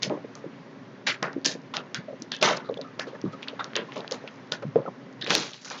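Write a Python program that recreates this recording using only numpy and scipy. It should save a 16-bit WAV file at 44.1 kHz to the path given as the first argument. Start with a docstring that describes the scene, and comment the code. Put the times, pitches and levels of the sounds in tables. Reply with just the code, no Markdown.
"""Sticky tape is picked off a hollow cardboard box by fingers, close to a phone microphone.
The glue lets go in sharp snaps (short bursts of a few cycles) and short rips (crackling noise shaped by
the ring of card, film and box). Faint ticks come from the loose film. The fingers make the box knock and boom
(fading sines), and a fan hums faintly over low rumble and thin hiss (filtered noise).
The sound is full from about 115 Hz to 7 kHz and faint outside; the loudest peaks are rounded off."""
import sys
import numpy as np
from scipy import signal
from scipy.fft import rfft, irfft, next_fast_len
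from scipy.io import wavfile
from scipy.ndimage import uniform_filter1d

SR = 44100
rng = np.random.default_rng(int(sys.argv[2]) if len(sys.argv) > 2 else 0)


def log_audio(samples):
    """Write samples as a 16-bit WAV file to the path given in sys.argv[1]."""
    # one column per channel
    frames = np.atleast_2d(samples).T
    # limit to full scale, then quantise
    limited = np.clip(frames, -1, 1)
    pcm = np.round(limited * 32767).astype(np.int16)
    wavfile.write(sys.argv[1], SR, pcm)


N = 255780  # samples, 5.8 s

# Rips of tape. For card and film: pitch, level before fading, breadth of the ring. Columns:
# start_s, length_s, card_hz, card_db, card_width [log frequency],
# film_hz, film_db, film_width [log frequency], boom_db (hollow of the box)
RIP_TABLE = [(0.019, 0.068, 2050, -35, 0.48, 4150, -29.5, 1, -38.5),
             (0.097, 0.12, 960, -45, 0.73, 2760, -76, .5, -30.5),
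             (0.35, 0.12, 1290, -50, .19, 5800, -56, .58, -50),
             (1.064, 0.1, 1580, -24.5, 0.36, 2930, -26, 0.9, -38),
             (1.224, 0.11, 1450, -28, 0.38, 4700, -48, .3, -34),
             (1.33, 0.025, 1710, -43, 0.29, 2770, -58, .45, -51.5),
             (1.447, 0.11, 1680, -33, 0.11, 5030, -24, 1, -35.5),
             (1.738, .11, 1220, -33.5, 0.47, 3400, -38.5, .45, -41.5),
             (1.767, 0.06, 1310, -43, .12, 2960, -36, 0.27, -40),
             (1.945, 0.081, 1600, -34.5, 0.32, 3400, -38, 0.56, -47),
             (2.081, 0.044, 587.6, -27, 0.039, 3000, -74, 0.87, -55),
             (2.218, 0.048, 1310, -64, 0.38, 6000, -49, 0.41, -53),
             (2.315, 0.11, 1750, -42.5, 0.14, 3250, -33, 0.29, -49),
             (2.411, .032, 1400, -36.5, .4, 3610, -28.5, .49, -30),
             (2.426, .18, 1120, -21, 0.72, 3670, -25.5, 0.75, -27),
             (2.566, .016, 1130, -39, .25, 5420, -32, 0.42, -39.5),
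             (2.644, .074, 1250, -46, 0.15, 3960, -52.5, 0.16, -62.5),
             (2.689, 0.017, 865, -62, .23, 3770, -46, .1, -33.5),
             (2.769, 0.016, 860, -56, .15, 3420, -35, 0.072, -45),
             (2.811, 0.042, 985, -63, .35, 3500, -43, .15, -44.5),
             (2.84, .071, 1240, -43.5, 0.059, 3110, -64, 0.3, -53),
             (2.991, 0.084, 1640, -34, 0.41, 5400, -40, 0.27, -41.5),
             (3.067, 0.085, 1200, -53, 0.29, 2930, -51, .64, -47),
             (3.148, 0.027, 1840, -46.5, 0.105, 2630, -57, 0.56, -37.5),
             (3.249, .07, 1257, -41, .12, 3870, -61, .45, -40),
             (3.325, 0.037, 1250, -40, 0.042, 3180, -52.5, 0.78, -50.5),
             (3.424, 0.054, 1810, -52, 0.23, 2600, -43, 0.45, -53.5),
             (3.479, 0.058, 1320, -42, 0.42, 3050, -40, .2, -45.5),
             (3.591, 0.059, 1344, -29, .3, 3700, -39.5, .1, -49.5),
             (3.642, 0.06, 1290, -43, .24, 3920, -52, 0.6, -43),
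             (3.753, 0.1, 1570, -31.5, 0.53, 3050, -32, 0.21, -34),
             (3.884, 0.057, 1050, -42.5, 0.056, 3280, -75, .45, -49),
             (3.923, .096, 1930, -52, 0.32, 2690, -50, .55, -52),
             (3.957, .094, 900, -41.5, .39, 2960, -44, 0.57, -33),
             (4.108, 0.08, 1040, -39, 1, 4200, -42, 0.99, -41.5),
             (4.273, 0.032, 1500, -46, 0.22, 2850, -42.5, 0.33, -60.5),
             (4.517, 0.074, 1540, -34, 0.16, 3620, -34, 0.67, -35.5),
             (4.622, .022, 910, -38, 0.85, 3090, -74, .32, -36),
             (4.755, 0.097, 850, -42.5, 0.51, 3400, -70, .3, -36.5),
             (4.859, 0.022, 1295, -36, .1, 2680, -63, .45, -56.5),
             (4.876, .017, 844, -41.5, 0.26, 2570, -64, .3, -25.5),
             (5.211, 0.11, 1700, -40.5, 0.18, 3840, -36, .15, -48.5),
             (5.267, 0.18, 1570, -42.5, 0.42, 2990, -37.5, 0.63, -38),
             (5.297, 0.14, 1340, -29.5, 0.89, 3400, -26.5, .9, -28.5),
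             (5.335, 0.23, 1460, -36.5, 0.58, 3980, -28.5, .94, -39),
             (5.53, 0.16, 2100, -65, 0.56, 3500, -47, 0.9, -68),
             (5.612, 0.087, 1780, -59, .29, 5070, -47.5, 0.47, -59),
             (5.645, 0.22, 1360, -44.5, 0.72, 5600, -42, 0.37, -54.5),
             (5.702, .11, 1130, -37, 0.75, 3520, -43.5, 0.9, -43),
             (5.774, 0.069, 1300, -57, 0.63, 3560, -43.5, 0.83, -59)]
# Ways the box likes to vibrate (modes): pitch_hz, width_hz, level_db
BOX_MODES = [(135.5, 50, -5), (178.6, 74, 0.5), (285, 76, 0.5), (348.6, 94, 0), (465.6, 55, 1.5),
             (533, 43.8, 2), (603.3, 69, 3.5), (817, 105, 2.5), (1023, 120, 6.5), (1240, 180, 3.5)]
# How much a rip has lost after its length [dB], and how late the loss comes (above 1 = later)
FADE_DB, FADE_BEND = 25, 1.68


def amp(db):
    """Turn decibels into a plain gain."""
    return 10 ** (np.asarray(db) / 20)


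def unit(x):
    """Scale a signal to an average (rms) level of 1."""
    return x / np.sqrt(np.mean(x ** 2) + 1e-20)


def along(points, hz):
    """Read a curve of (Hz, value) points on a log frequency axis."""
    point_hz, value = np.transpose(points)
    return np.interp(np.log(hz + 1), np.log(point_hz + 1), value)


def filtered(x, response):
    """Multiply the spectrum of x by a gain that depends on frequency."""
    size = next_fast_len(N + 8192)
    spectrum = rfft(x, size) * response(np.fft.rfftfreq(size, 1 / SR))
    return irfft(spectrum, size)[..., :N]


def smoothed(field, size, axes):
    """Average random values over neighbours, so that they form patches."""
    for width, axis in zip(size, axes):
        field = uniform_filter1d(field, width, axis)
    return field


def patchy(patchy_db, size):
    """White noise whose gain varies at random over patches of frequency and time."""
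    z = signal.stft(rng.standard_normal(N), nperseg=256)[2]
    patches = unit(smoothed(rng.standard_normal(z.shape), size, (0, 1)))
    return signal.istft(z * amp(patchy_db * patches), nperseg=256)[1][:N]


def placed(times, shapes, lead):
    """Add one row of samples per event, starting `lead` samples before its time."""
    start = np.round(times * SR).astype(int)[:, None] - lead
    at = start + np.arange(shapes.shape[1])
    return np.bincount(np.clip(at, 0, N).ravel(), shapes.ravel(), N + 1)[:N]


def air():
    """Background: low rumble, thin hiss and the slightly unsteady tones of a fan."""
    # colour of the rumble: pitch_hz, level_db
    rumble_curve = [(100, -3.5), (125, -1), (160, -1.5), (230, -1), (270, 3), (310, -9.5), (375, -2.5),
                    (450, -7.5), (580, -7), (750, -19), (1100, -15.5), (1500, -60)]
    # colour of the hiss: pitch_hz, level_db
    hiss_curve = [(400, -8), (800, 0), (1300, -1.5), (1900, -2), (2600, -9), (4000, -14), (6000, -19),
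                  (7500, -26)]
    # narrow tones of the fan: pitch_hz, level_db (against the rumble)
    fan_tones = [(272.9, -8.5), (222.3, -14)]
    # slow change of the hiss: time_s, level_db
    hiss_course = [(0, -50), (1, -52), (2.9, -51), (3.4, -49), (4.05, -47), (4.6, -51), (5.8, -52)]
    rumble_db = -44
    t = np.arange(N) / SR

    rumble = unit(filtered(patchy(1.5, size=(2, 8)), lambda f: amp(along(rumble_curve, f))))
    hiss = unit(filtered(patchy(1, size=(4, 8)), lambda f: amp(along(hiss_curve, f)) * (f < 9500)))
    hum = np.zeros(N)
    for hz, db in fan_tones:
        # noise in a very narrow band wavers like an unsteady tone
        tone = filtered(rng.standard_normal(N), lambda f: 1 / (1 + ((f - hz) / 6.7) ** 2))
        hum += amp(db) * unit(tone)

    # after the loud late rip the background is turned down 9.5 dB, then slowly back up
    dip_s = 5.5 + np.cumsum([-.03, .03, 0.051, 0.47])
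    dip_db = np.interp(t, dip_s, [0, 9.5, 9.5, 0])
    hiss_gain = amp(np.interp(t, *np.transpose(hiss_course)))
    return amp(-dip_db) * (amp(rumble_db) * (rumble + hum) + hiss_gain * hiss)


def walls(f):
    """Response of the hollow box: its modes added with alternating sign."""
    response = 0
    for k, (hz, width_hz, db) in enumerate(BOX_MODES):
        mode = 1j * f * width_hz / (hz * hz - f * f + 1j * f * width_hz)
        response = response + (-1) ** k * amp(db) * mode
    return response


def knocks():
    """Soft finger knocks swell the box modes nearest their centre; each pulses four times about 12 ms apart."""
    # fingers on the box: time_s, peak_db (first pulse), centre_hz (first pulse),
    # loss_db (from one pulse to the next)
    finger_table = [(0.037, -33.5, 394, -1.5), (0.067, -26.5, 597, 7), (0.081, -21.5, 180, 12),
                    (0.1045, -24.5, 316, 17), (0.1176, -18.5, 358, 3), (0.2485, -26.5, 395, 12),
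                    (0.4447, -27, 487, 13), (0.467, -22.5, 230, 13.5), (1.0741, -25, 870, 4),
                    (1.2318, -18.5, 867, 4.5), (1.366, -17, 333, 12.5), (1.384, -23, 329, 16),
                    (1.4689, -22, 326, 5.5), (1.5561, -26.5, 342, 14), (1.7399, -28, 910, 1),
                    (1.9904, -25, 194, 16.5), (2.133, -29.5, 605, 13), (2.2217, -29, 280, 10),
                    (2.428, -11.5, 726, 17), (2.4422, -13.5, 744, 10), (2.4798, -10.5, 1070, 6),
                    (2.5136, -15.5, 677, 5), (2.576, -26, 465, 19.5), (2.6995, -15, 474, 5.5),
                    (2.775, -29.5, 450, 3.5), (2.795, -23.5, 540, 5.5), (2.9959, -29, 690, 17),
                    (3.0744, -29.5, 407, 4), (3.135, -30.5, 498, 4.5), (3.244, -15.5, 264, 2.5),
                    (3.283, -27.5, 151, 4.5), (3.3396, -35.5, 490, 13), (3.5335, -29.5, 580, 16),
                    (3.5955, -23, 910, 5), (3.7677, -20, 486, 12), (3.7948, -21, 420, 11),
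                    (3.829, -28, 375, 17), (3.97, -26.5, 460, 4.5), (4.0476, -32, 860, 15),
                    (4.1203, -20.5, 478, 5), (4.2438, -27.5, 494, 18.5), (4.5234, -27, 550, 6),
                    (4.6335, -25.5, 457, 13.5), (4.656, -22, 151, 2), (4.7619, -5.5, 459, 10.5),
                    (4.766, -19, 149.4, 3), (4.79, -17, 457, 11), (4.822, -27.5, 500, 15),
                    (4.8569, -23, 700, 13), (4.88, -23.5, 383, 11), (5.242, -29, 292, 18),
                    (5.282, -25.5, 420, 15), (5.3084, -22.5, 607, 18), (5.343, -20.5, 645, 2.5),
                    (5.377, -24.5, 253, 2.5), (5.714, -29, 806, 16)]
    gap_s, scatter_s = .0125, .0015  # gap between pulses and its random scatter
    pitch_drop = 0.91  # centre of a pulse over the one before
    s, db, centre_hz, loss_db = np.transpose(finger_table)[..., None]
    pulse = np.arange(4)
    scatter = (pulse > 0) * scatter_s * rng.standard_normal((len(s), len(pulse)))
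    s = (s + pulse * gap_s + scatter).reshape(-1, 1)
    db = (db - loss_db * pulse).reshape(-1, 1)
    centre_hz = (centre_hz * pitch_drop ** pulse).reshape(-1, 1)

    t = np.arange(1800) / SR
    chance = rng.standard_normal((len(s), 2, len(BOX_MODES)))
    ring = np.zeros((len(s), len(t)))
    for k, (hz, width_hz, mode_db) in enumerate(BOX_MODES):
        nearness = np.exp(-.5 * (np.log(hz / centre_hz) / 0.2) ** 2)
        reach = nearness * amp(mode_db + 2.9 * chance[:, 0, k:k + 1])
        phase = 0.76 * chance[:, 1, k:k + 1]
        # in a knock a mode dies 1.3 times faster than its width alone would give
        decay = np.exp(-np.pi * 1.3 * width_hz * t)
        ring += reach * decay * np.sin(2 * np.pi * hz * t + phase)
    ring *= (1 - np.exp(-t / 0.0021)) ** 2  # soft start
    ring /= np.abs(ring).max(axis=1, keepdims=True)
    return placed(s[:, 0], amp(db) * ring, lead=180)


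def creases():
    """The loose film settles in faint scattered ticks, each a very short burst, from 1.2 s on."""
    lead = 60
    chance = rng.random((70, 4))
    t = (np.arange(200) - lead) / SR
    hz = 2500 * 2.8 ** chance[:, 1:2]
    tick = np.exp(-.5 * (t / 0.00014) ** 2) * np.cos(2 * np.pi * (hz * t + chance[:, 2:3]))
    return placed(1.2 + 4.6 * chance[:, 0], amp(-52 + 10 * chance[:, 3:]) * tick, lead)


def strays():
    """Small snaps fall at random in each rip and weaken as it fades: rows like those of the snap table."""
    rate_per_s, over_film_db, middle_hz = 90, 9, 3950
    s, length, film_db = np.transpose(RIP_TABLE)[[0, 1, 6], :, None]
    chance = rng.random((len(s), 3, 24))
    late = np.cumsum(-np.log(1 - chance[:, 0]), axis=1) / rate_per_s  # random waits, added up
    fade_db = FADE_DB * (late / length) ** FADE_BEND
    db = film_db + over_film_db + 9 * (chance[:, 1] - .5) - fade_db
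    hz = middle_hz * 2.2 ** (chance[:, 2] - .5)
    spread_hz = 0.31 * hz
    return np.stack([s + late, db, hz, spread_hz], axis=-1).reshape(-1, 4)


def snaps():
    """Glue letting go: a few cycles at one pitch, shorter for a wide spread, then a brief flutter of like colour."""
    # glue letting go: time_s, level_db, pitch_hz, spread_hz (wider = shorter)
    snap_table = [(0.0223, -19, 4100, 1480), (0.028, -19, 5070, 1200), (0.0322, -3.5, 5260, 1260),
                  (0.0973, -25.5, 3270, 716), (0.3538, -24.5, 5400, 905), (1.0715, -11.5, 4300, 1325),
                  (1.0765, -9.5, 3000, 1280), (1.086, -12, 2500, 1000), (1.2284, -10.5, 4900, 1300),
                  (1.2422, -19, 1740, 550), (1.331, -31, 4000, 1400), (1.447, -11.5, 4500, 820),
                  (1.4523, -7, 4800, 1010), (1.4555, -11.5, 4490, 1055), (1.459, -2, 4750, 1000),
                  (1.4616, -1, 5820, 790), (1.7392, -21.5, 3400, 660), (1.749, -33, 2890, 830),
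                  (1.7685, -8, 3680, 1060), (1.9457, -8, 4800, 1500), (2.2221, -19, 6060, 830),
                  (2.3195, -10, 3660, 1250), (2.3398, -18, 3000, 915), (2.3656, -23.5, 4900, 776),
                  (2.4148, -28, 3850, 740), (2.427, 1.5, 3220, 1570), (2.43, -1, 2900, 1420),
                  (2.4606, -11, 5000, 1000), (2.5716, -24, 4770, 1230), (2.7422, -28.5, 3250, 490),
                  (2.8141, -24, 4070, 597), (2.9965, -9, 2800, 1600), (3.2158, -29, 4640, 870),
                  (3.4298, -21.5, 2680, 660), (3.476, -26, 1400, 350), (3.4845, -15.5, 3660, 680),
                  (3.594, -30, 1990, 910), (3.604, -28, 2350, 1200), (3.6436, -16.5, 4000, 1410),
                  (3.7345, -25, 2270, 770), (3.756, -11, 3470, 720), (3.7647, -7, 5530, 1610),
                  (3.773, -12, 2350, 600), (3.9215, -25.5, 2940, 650), (3.961, -25, 3750, 1660),
                  (3.9696, -24.5, 2730, 905), (4.0062, -24, 3570, 920), (4.0466, -25.5, 1510, 410),
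                  (4.0787, -20.5, 3340, 710), (4.112, -13, 4960, 1590), (4.1225, -12.5, 4500, 840),
                  (4.277, -20, 2900, 900), (4.5215, -6.5, 4400, 1120), (4.7595, -24.5, 1690, 378),
                  (5.2155, -21.5, 3600, 700), (5.2249, -15, 4000, 603), (5.2446, -25, 3700, 500),
                  (5.265, -14, 2610, 620), (5.2741, -16, 2910, 710), (5.298, -10.5, 3380, 1490),
                  (5.3058, -1, 3740, 1030), (5.311, -11.5, 3350, 1090), (5.3519, 3.5, 4070, 1420),
                  (5.363, -11, 4020, 1350), (5.3925, -15, 5100, 1000), (5.4252, -18.5, 4120, 1230),
                  (5.4343, -20, 2990, 960), (5.5344, -25, 3470, 800), (5.5434, -29.5, 3130, 1050),
                  (5.6482, -24, 3500, 1360), (5.6785, -28, 2400, 800), (5.7015, -17.5, 4100, 1250),
                  (5.7158, -23.5, 2000, 900)]
    s, db, hz, spread_hz = np.vstack([snap_table, strays()]).T[..., None]
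    lead, size = 60, 512
    t, f = (np.arange(size) - lead) / SR, np.fft.rfftfreq(size, 1 / SR)
    noise = rng.standard_normal((len(s), size + 1))
    swell = np.exp(-.5 * (t * spread_hz / 0.12) ** 2)
    blow = swell * np.cos(2 * np.pi * (hz * t + noise[:, :1]))  # random phase
    flutter = irfft(rfft(noise[:, 1:]) / (1 + ((f - hz) / (2 * spread_hz)) ** 4))
    flutter /= np.std(flutter, axis=1, keepdims=True)
    # it begins 9 dB down and loses 60 dB in 6 ms
    flutter *= amp(-9.0 - 60 * t / 0.006) * (t > 0)
    return placed(s[:, 0], amp(db) * (blow + flutter), lead)


def ring_shape(f, hz, width):
    """A sheet rings most around one pitch and less to both sides of it."""
    return 1 / (1 + (np.log(f / hz) / width) ** 2) ** 1.5


def even(spectrum):
    """Turn each row of spectrum into sound, all equally strong."""
    sound = irfft(spectrum)
    return sound / np.std(sound, axis=1, keepdims=True)


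def rips():
    """Many tiny bonds break at once and rattle the card, the film and the hollow box; high tones die first."""
    columns = np.transpose(RIP_TABLE)[..., None]
    s, length, card_hz, card_db, card_width, film_hz, film_db, film_width, boom_db = columns
    size = 16384
    t, f = np.arange(size) / SR, np.fft.rfftfreq(size, 1 / SR) + 1
    chance = rng.standard_normal((len(s), 4, size))

    # only rare large draws become breaking bonds; steady noise lies beneath
    bonds = (np.abs(chance[:, 0]) > 2.1) * chance[:, 0] ** 3 / 3
    # a bent sheet has many narrow modes, different for every grip
    modes_db = 11.5 * uniform_filter1d(chance[:, 2, :len(f)], 14, 1)
    crackle = rfft(0.55 * bonds + chance[:, 1]) * amp(modes_db)

    card_ring = ring_shape(f, card_hz, card_width) / (1 + (600 / f) ** 4)
    film_ring = ring_shape(f, film_hz, film_width) * (f < 9500) / (1 + (2200 / f) ** 4)
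    boom_ring = walls(f) / (1 + (f / 800) ** 4)
    card = amp(card_db) * even(crackle * card_ring)
    film = amp(film_db) * even(crackle * film_ring)
    boom = amp(boom_db) * even(rfft(chance[:, 3]) * boom_ring)

    hz, now, z = signal.stft(card + film + boom, SR, nperseg=128)
    # swell of a rip in seconds; a broad film ring swells more slowly
    rise = 0.0029 + 0.0094 * np.clip(film_width, 0, 1) ** 6
    # the treble dies sooner by this power of frequency, less so for a broad film ring
    damping = 0.37 - 0.23 * film_width
    span = length[..., None] * (np.clip(hz[:, None], 400, SR) / 1500) ** -damping[..., None]
    since_rise = np.clip(now - rise[..., None], 0, 1)
    fade = amp(-FADE_DB * (since_rise / span) ** FADE_BEND)
    # the bonds give way in clumps, each with its own colour
    clumps = unit(smoothed(rng.standard_normal(z.shape), (4, 4), (1, 2)))
    sound = signal.istft(z * fade * amp(2.5 * clumps), SR, nperseg=128)[1][:, :size]
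    return placed(s[:, 0], sound * np.clip(t / rise, 0, 1), lead=0)


def scene():
    """All layers together, as one channel."""
    return (air() + knocks() + creases() + snaps() + rips())[None]


def record(dry):
    """Overall tone curve: full from about 115 Hz to 7 kHz, faint above; then the loudest peaks are rounded off."""
    # overall tone curve: pitch_hz, level_db
    tone_curve = [(30, -32.5), (85, -25), (100, -26), (115, -2), (6300, -2.5), (7000, -5.5), (7500, -18.5),
                  (7950, -31.5), (8500, -28.5), (9300, -37), (11000, -55), (16000, -50)]
    ceiling, top_hz = .74, 16000  # level the rounded peaks approach, highest pitch kept
    x = filtered(dry, lambda f: amp(along(tone_curve, f)))
    x = x / (1 + np.abs(x / ceiling) ** 6) ** (1 / 6)
    return filtered(x, lambda f: f < top_hz)


dry = scene()
out = record(dry)
log_audio(out)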